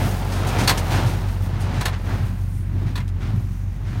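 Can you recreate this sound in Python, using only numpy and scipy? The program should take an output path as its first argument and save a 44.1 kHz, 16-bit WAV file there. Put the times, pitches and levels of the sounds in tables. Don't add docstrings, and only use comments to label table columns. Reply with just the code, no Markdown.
import sys
import numpy as np
from scipy import signal
from scipy.fft import rfft, irfft
from scipy.io import wavfile
from scipy.ndimage import uniform_filter1d

SR = 44100
rng = np.random.default_rng(int(sys.argv[2]) if len(sys.argv) > 2 else 0)


def bounce(signal):
    frames = np.transpose(np.atleast_2d(signal))
    limited = np.clip(frames, -1, 1)
    pcm = np.round(limited * 32767).astype(np.int16)
    wavfile.write(sys.argv[1], SR, pcm)


N = 176400
T = np.arange(N) / SR

# firing_multiple, level_db
ENGINE_ORDERS = [(1, 4.5), (2, 6), (2.5, -15.5), (3, -16.5), (3.5, -18.5), (4, -13.5)]
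# time_s, sag_hz
PLUNGER_STROKES = [(.79, 2.8), (2.0, 1.8), (3.19, 2.4)]
# peak_s, rise_s, fall_s, rumble_db, rattle_db
LOAD_SURGES = [(.02, 0.073, 0.13, -0.5, -3), (.6, 0.26, 0.32, -4, 0.5), (0.948, 0.056, 0.32, -2.5, 1),
               (1.74, 0.33, 0.15, -3, -1), (2.119, 0.075, 0.18, 0, -5), (2.84, 0.15, 0.14, 0, -4.5),
               (3.28, 0.11, 0.19, -1.5, -2.5), (3.97, 0.18, 0.1, -4, 1)]
# start_s, level_db, pitch_hz
WALL_THUMPS = [(.04, -4, 187), (.615, -3, 211.3), (.94, 8.5, 110), (1.046, 7.5, 114), (1.76, 1, 112),
               (2.119, 4.5, 118), (2.22, 1.5, 113.3), (3.285, 4, 100), (3.335, -4, 182), (3.37, 4, 115)]
# time_s, gain_db
RATTLE_FADE = [(0, 1.5), (.9, -0.5), (1.4, -8), (2.1, -4), (2.5, -12.5), (3.3, -13), (4, -18.5)]
# pitch_hz, level_db
STEEL_MODES = [(730, -3), (985, 1), (1052, -2), (1391, -6), (1687, -3), (1960, -5), (2690, -7), (4183, -4),
               (4440, -4), (4630, -4), (5238, -7), (6487, -7), (7305, -9), (9430, -7)]
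# start_s, level_db, treble_db, resonance_hz
LINKAGE_BLOWS = [(0.674, -2.5, 4.5, 4450), (0.691, -1.5, 4, 1020), (0.706, -7.5, -3, 980),
                 (1.808, -12, 0.5, 1430), (1.853, -7, 0.5, 1420), (1.878, -13.5, -6, 760),
                 (2.954, -17.5, -0.5, 3700), (2.974, -19, -3, 1880), (2.999, -23, -6.5, 2000)]
# start_s, length_s, level_db, tilt_db_per_octave
HAY_SCRAPES = [(0.316, 0.084, -6.5, 2.5), (0.466, 0.047, -4.5, 5), (0.582, 0.071, 1, 1.5),
               (0.773, 0.026, 3, 4), (0.899, 0.11, 0, -1), (1.057, 0.087, -9.5, 2.5),
               (1.284, 0.016, -12, -1), (1.601, 0.058, -12.5, 3.5), (1.729, 0.16, -9, -2),
               (1.926, 0.04, -7, -5), (2.044, 0.24, -8, -7), (2.86, 0.073, -14, -3),
               (3.077, 0.022, -15.5, 2.5), (3.2, 0.13, -12.5, -4), (3.833, 0.38, -16, -3)]
# time_s, level_db
RUSTLE_ENVELOPE = [(0, -35.5), (.1, -38), (.25, -45), (.37, -44), (.85, -42), (1.1, -44.5), (1.24, -51),
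                   (1.47, -49.5), (1.55, -60), (1.97, -57), (2.05, -50), (2.6, -53.5), (2.69, -60.5),
                   (3.15, -64), (3.52, -54.5), (3.8, -61), (4, -58)]
# peak_s, half_length_s, level_db, centre_hz
HAY_TUFTS = [(1.617, 0.018, -47, 9600), (2.572, 0.078, -54.5, 9300), (3.58, 0.28, -62.5, 6190)]
# frequency_hz, level_db
RUMBLE_SPECTRUM = [(35, -44), (62, -15.5), (78, -3.5), (112, 3.5), (150, -8), (195, -12.5), (280, -20),
                   (800, -61)]
GROAN_SPECTRUM = [(150, 12.5), (230, -5), (330, 8), (400, 0.5), (570, -55)]
RATTLE_SPECTRUM = [(120, 10), (300, 3), (480, 0), (850, 0.5), (1800, -8), (4200, -16.5), (7000, -24.5),
                   (15000, -40)]
CLANK_SPECTRUM = [(170, -22), (560, -4), (1000, -4), (2000, -4), (5600, -11), (11500, -16.5), (16000, -24)]
CHASSIS_SPECTRUM = [(20, -28), (55, 7.5), (85, 4.5), (130, 4.5), (230, -3), (400, -28.5), (2000, -24.5),
                    (5000, -48), (15000, -48)]
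SCRAPE_SPECTRUM = [(500, -7), (1500, 8), (6200, -1.5), (9500, -6), (16000, -22)]
RUSTLE_SPECTRUM = [(500, 3.5), (2000, -1), (4500, 2.5), (9600, 3), (16000, -0.5)]
# centre_hz, width_hz
PORT_NOTCHES = [(7600, 510), (10400, 540)]

FIRING_HZ, SAG_IN_S, SAG_OUT_S = 47.11, 0.0804, 0.1428
ENGINE_DB, CHASSIS_DB, RECEDE_DB_PER_S = -23, -34, -0.52
RUMBLE_DB, RUMBLE_LAG_S, GROAN_DB, GROAN_LEAD_S = -21, 0.0183, -37, 0.016
THUMP_DB, THUMP_RISE_S = -18.5, 0.013
RATTLE_DB, RATTLE_IDLE_DB, RATTLE_RING_DB = -23, -15, -15
FRAME_T60_AT_1KHZ_S, PANEL_SPREAD_DB = 0.12, 3
CLANK_DB, CLANK_RING_DB, CLANK_ATTACK_S, CLANK_SPLIT_HZ = -15.5, -7, 0.0047, 3500
WASH_LOW_T60_S, WASH_HIGH_T60_S, CRACK_T60_S, CRACK_DB = 0.14, 0.078, 0.098, -2.5
PART_DB, PART_Q = -1.5, 5.8
SCRAPE_DB, RUSTLE_DB, FLURRY_DB, SWISH_Q = -29.5, -1, 1.6, 4.5
NOTCH_MIX, CEILING, TOP_HZ = 0.5, 0.62, 15800


def undb(db):
    return 10 ** (np.asarray(db) / 20)


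def unit(x):
    return x / np.sqrt(np.mean(x ** 2))


def curve(rows):
    return np.interp(T, *np.array(rows).T)


def colour(x, spectrum):
    hz, db = np.array(spectrum).T
    bins_hz = np.maximum(np.arange(N // 2 + 1) * SR / N, 1)
    low_cut = np.minimum(bins_hz / hz[0], 1) ** 2
    gain = undb(np.interp(np.log(bins_hz), np.log(hz), db))
    return unit(irfft(rfft(x) * low_cut * gain, N))


def drift(rate_hz):
    hold = int(SR / rate_hz)
    steps = np.repeat(rng.standard_normal(N // hold + 1), hold)
    return unit(uniform_filter1d(uniform_filter1d(steps, hold), hold)[:N])


def grains(rate_hz, spread_db):
    hits = rng.random(N) < rate_hz / SR
    return hits * rng.standard_normal(N) * undb(spread_db * rng.standard_normal(N))


def decay(age_s, t60_s):
    return (age_s >= 0) * np.exp(-np.log(1000) * np.maximum(age_s, 0) / t60_s)


def surge(peak_s, rise_s, fall_s):
    return np.exp(-np.where(T < peak_s, (peak_s - T) / rise_s, (T - peak_s) / fall_s))


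def firing_count():
    sag_hz = sum(depth_hz * np.exp(-((T - at_s) / np.where(T < at_s, SAG_IN_S, SAG_OUT_S)) ** 2)
                 for at_s, depth_hz in PLUNGER_STROKES)
    return np.cumsum(FIRING_HZ - sag_hz + 0.14 * drift(rate_hz=6.37)) / SR


def engine(firings):
    tones = np.zeros(N)
    for order, db in ENGINE_ORDERS:
        waver_db = min(0.71 * order, 3) * drift(rate_hz=17)
        tones += undb(db + waver_db) * np.sin(-2 * np.pi * order * firings)
    return unit(tones) * undb(ENGINE_DB + RECEDE_DB_PER_S * T)


def chamber_load(lag_s, stretch=1.11):
    return np.sqrt(sum((undb(db) * surge(peak_s + lag_s, rise_s * stretch, fall_s * stretch)) ** 2
                       for peak_s, rise_s, fall_s, db, _ in LOAD_SURGES))


def chamber_rumble():
    drum = colour(grains(rate_hz=3000, spread_db=3.5), RUMBLE_SPECTRUM) * undb(RUMBLE_DB)
    groan = colour(rng.standard_normal(N), GROAN_SPECTRUM) * undb(GROAN_DB)
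    return drum * chamber_load(RUMBLE_LAG_S) + groan * chamber_load(-GROAN_LEAD_S)


def chamber_thumps():
    out = np.zeros(N)
    for start_s, db, hz in WALL_THUMPS:
        age_s = np.maximum(T - start_s, 0)
        envelope = age_s / THUMP_RISE_S * np.exp(1 - age_s / THUMP_RISE_S)
        out += undb(THUMP_DB + db) * envelope * np.sin(2 * np.pi * (hz * age_s + rng.random()))
    return out


def frame_ring():
    age_s = T[:SR // 2]
    return sum(undb(db + rng.standard_normal()) * decay(age_s, FRAME_T60_AT_1KHZ_S * (hz / 1000) ** -.3)
               * np.sin(2 * np.pi * (hz * age_s + rng.random())) for hz, db in STEEL_MODES)


def rattle():
    surge_power = sum((undb(db) * surge(peak_s, rise_s, fall_s)) ** 2
                      for peak_s, rise_s, fall_s, _, db in LOAD_SURGES)
    force = np.sqrt(undb(RATTLE_IDLE_DB) ** 2 + surge_power) * undb(curve(RATTLE_FADE))
    knocks = grains(rate_hz=12000, spread_db=1.5)
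    chatter = colour(knocks, RATTLE_SPECTRUM)
    ring = colour(signal.fftconvolve(knocks, frame_ring())[:N], RATTLE_SPECTRUM)
    return (chatter + undb(RATTLE_RING_DB) * force * ring) * force * undb(RATTLE_DB)


def panel_response():
    grid_hz = np.arange(0, SR / 2, 70)
    ripple_db = PANEL_SPREAD_DB * rng.standard_normal(len(grid_hz))
    return undb(np.interp(np.arange(N // 2 + 1) * SR / N, grid_hz, ripple_db))


def linkage_clanks():
    out = np.zeros(N)
    lowpass = signal.butter(2, CLANK_SPLIT_HZ, fs=SR, output="sos")
    panels = panel_response()
    for start_s, db, treble_db, part_hz in LINKAGE_BLOWS:
        age_s = T - start_s
        noise = colour(irfft(rfft(rng.standard_normal(N)) * panels, N), CLANK_SPECTRUM)
        low = signal.sosfiltfilt(lowpass, noise)
        wash = low * decay(age_s, WASH_LOW_T60_S) + (noise - low) * decay(age_s, WASH_HIGH_T60_S)
        crack = undb(CRACK_DB) * noise * decay(age_s, CRACK_T60_S)
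        ring = undb(CLANK_RING_DB) * np.interp(age_s, T[:SR // 2], frame_ring(), left=0, right=0)
        blow = wash + crack + ring
        blow += undb(PART_DB) * signal.lfilter(*signal.iirpeak(part_hz, PART_Q, fs=SR), blow)
        body = signal.sosfiltfilt(lowpass, blow)
        attack = np.clip(age_s / CLANK_ATTACK_S, 0, 1)
        out += undb(CLANK_DB + db) * (body + undb(treble_db) * (blow - body)) * attack
    return out


def chassis(firings):
    throb = 1 + 0.2 * np.cos(2 * np.pi * firings)
    clatter = colour(rng.standard_normal(N) * throb, CHASSIS_SPECTRUM)
    return clatter * undb(CHASSIS_DB + RECEDE_DB_PER_S * T)


def hay_rustle():
    crackle = colour(grains(rate_hz=12000, spread_db=3.5), RUSTLE_SPECTRUM)
    return crackle * undb(RUSTLE_DB + curve(RUSTLE_ENVELOPE) + FLURRY_DB * drift(rate_hz=21.78))


def hay_scrapes():
    out = np.zeros(N)
    stalks = grains(rate_hz=11000, spread_db=2.0)
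    for start_s, length_s, db, tilt in HAY_SCRAPES:
        progress = np.maximum(T - start_s, 0) / length_s
        shove = np.minimum(progress / 0.11, 1) * np.exp(-progress ** 2)
        spectrum = [(hz, level_db + tilt * np.log2(hz)) for hz, level_db in SCRAPE_SPECTRUM]
        out += undb(SCRAPE_DB + db) * shove * colour(stalks, spectrum)
    return out


def hay_swishes():
    out = np.zeros(N)
    for peak_s, half_length_s, db, hz in HAY_TUFTS:
        hiss = unit(signal.lfilter(*signal.iirpeak(hz, SWISH_Q, fs=SR), rng.standard_normal(N)))
        out += undb(db) * np.exp(-((T - peak_s) / half_length_s) ** 2) * hiss
    return out


def scene():
    firings = firing_count()
    tractor = engine(firings) + chassis(firings)
    baler = chamber_rumble() + chamber_thumps() + rattle() + linkage_clanks()
    hay = hay_rustle() + hay_scrapes() + hay_swishes()
    return (tractor + baler + hay)[None]


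def record(dry):
    for hz, width_hz in PORT_NOTCHES:
        notched = signal.lfilter(*signal.iirnotch(hz, hz / width_hz, fs=SR), dry)
        dry = dry + NOTCH_MIX * (notched - dry)
    rounded = dry / (1 + (dry / CEILING) ** 4) ** (1 / 4)
    return signal.sosfilt(signal.ellip(10, .2, 80, TOP_HZ, fs=SR, output="sos"), rounded)


dry = scene()
out = record(dry)
bounce(out)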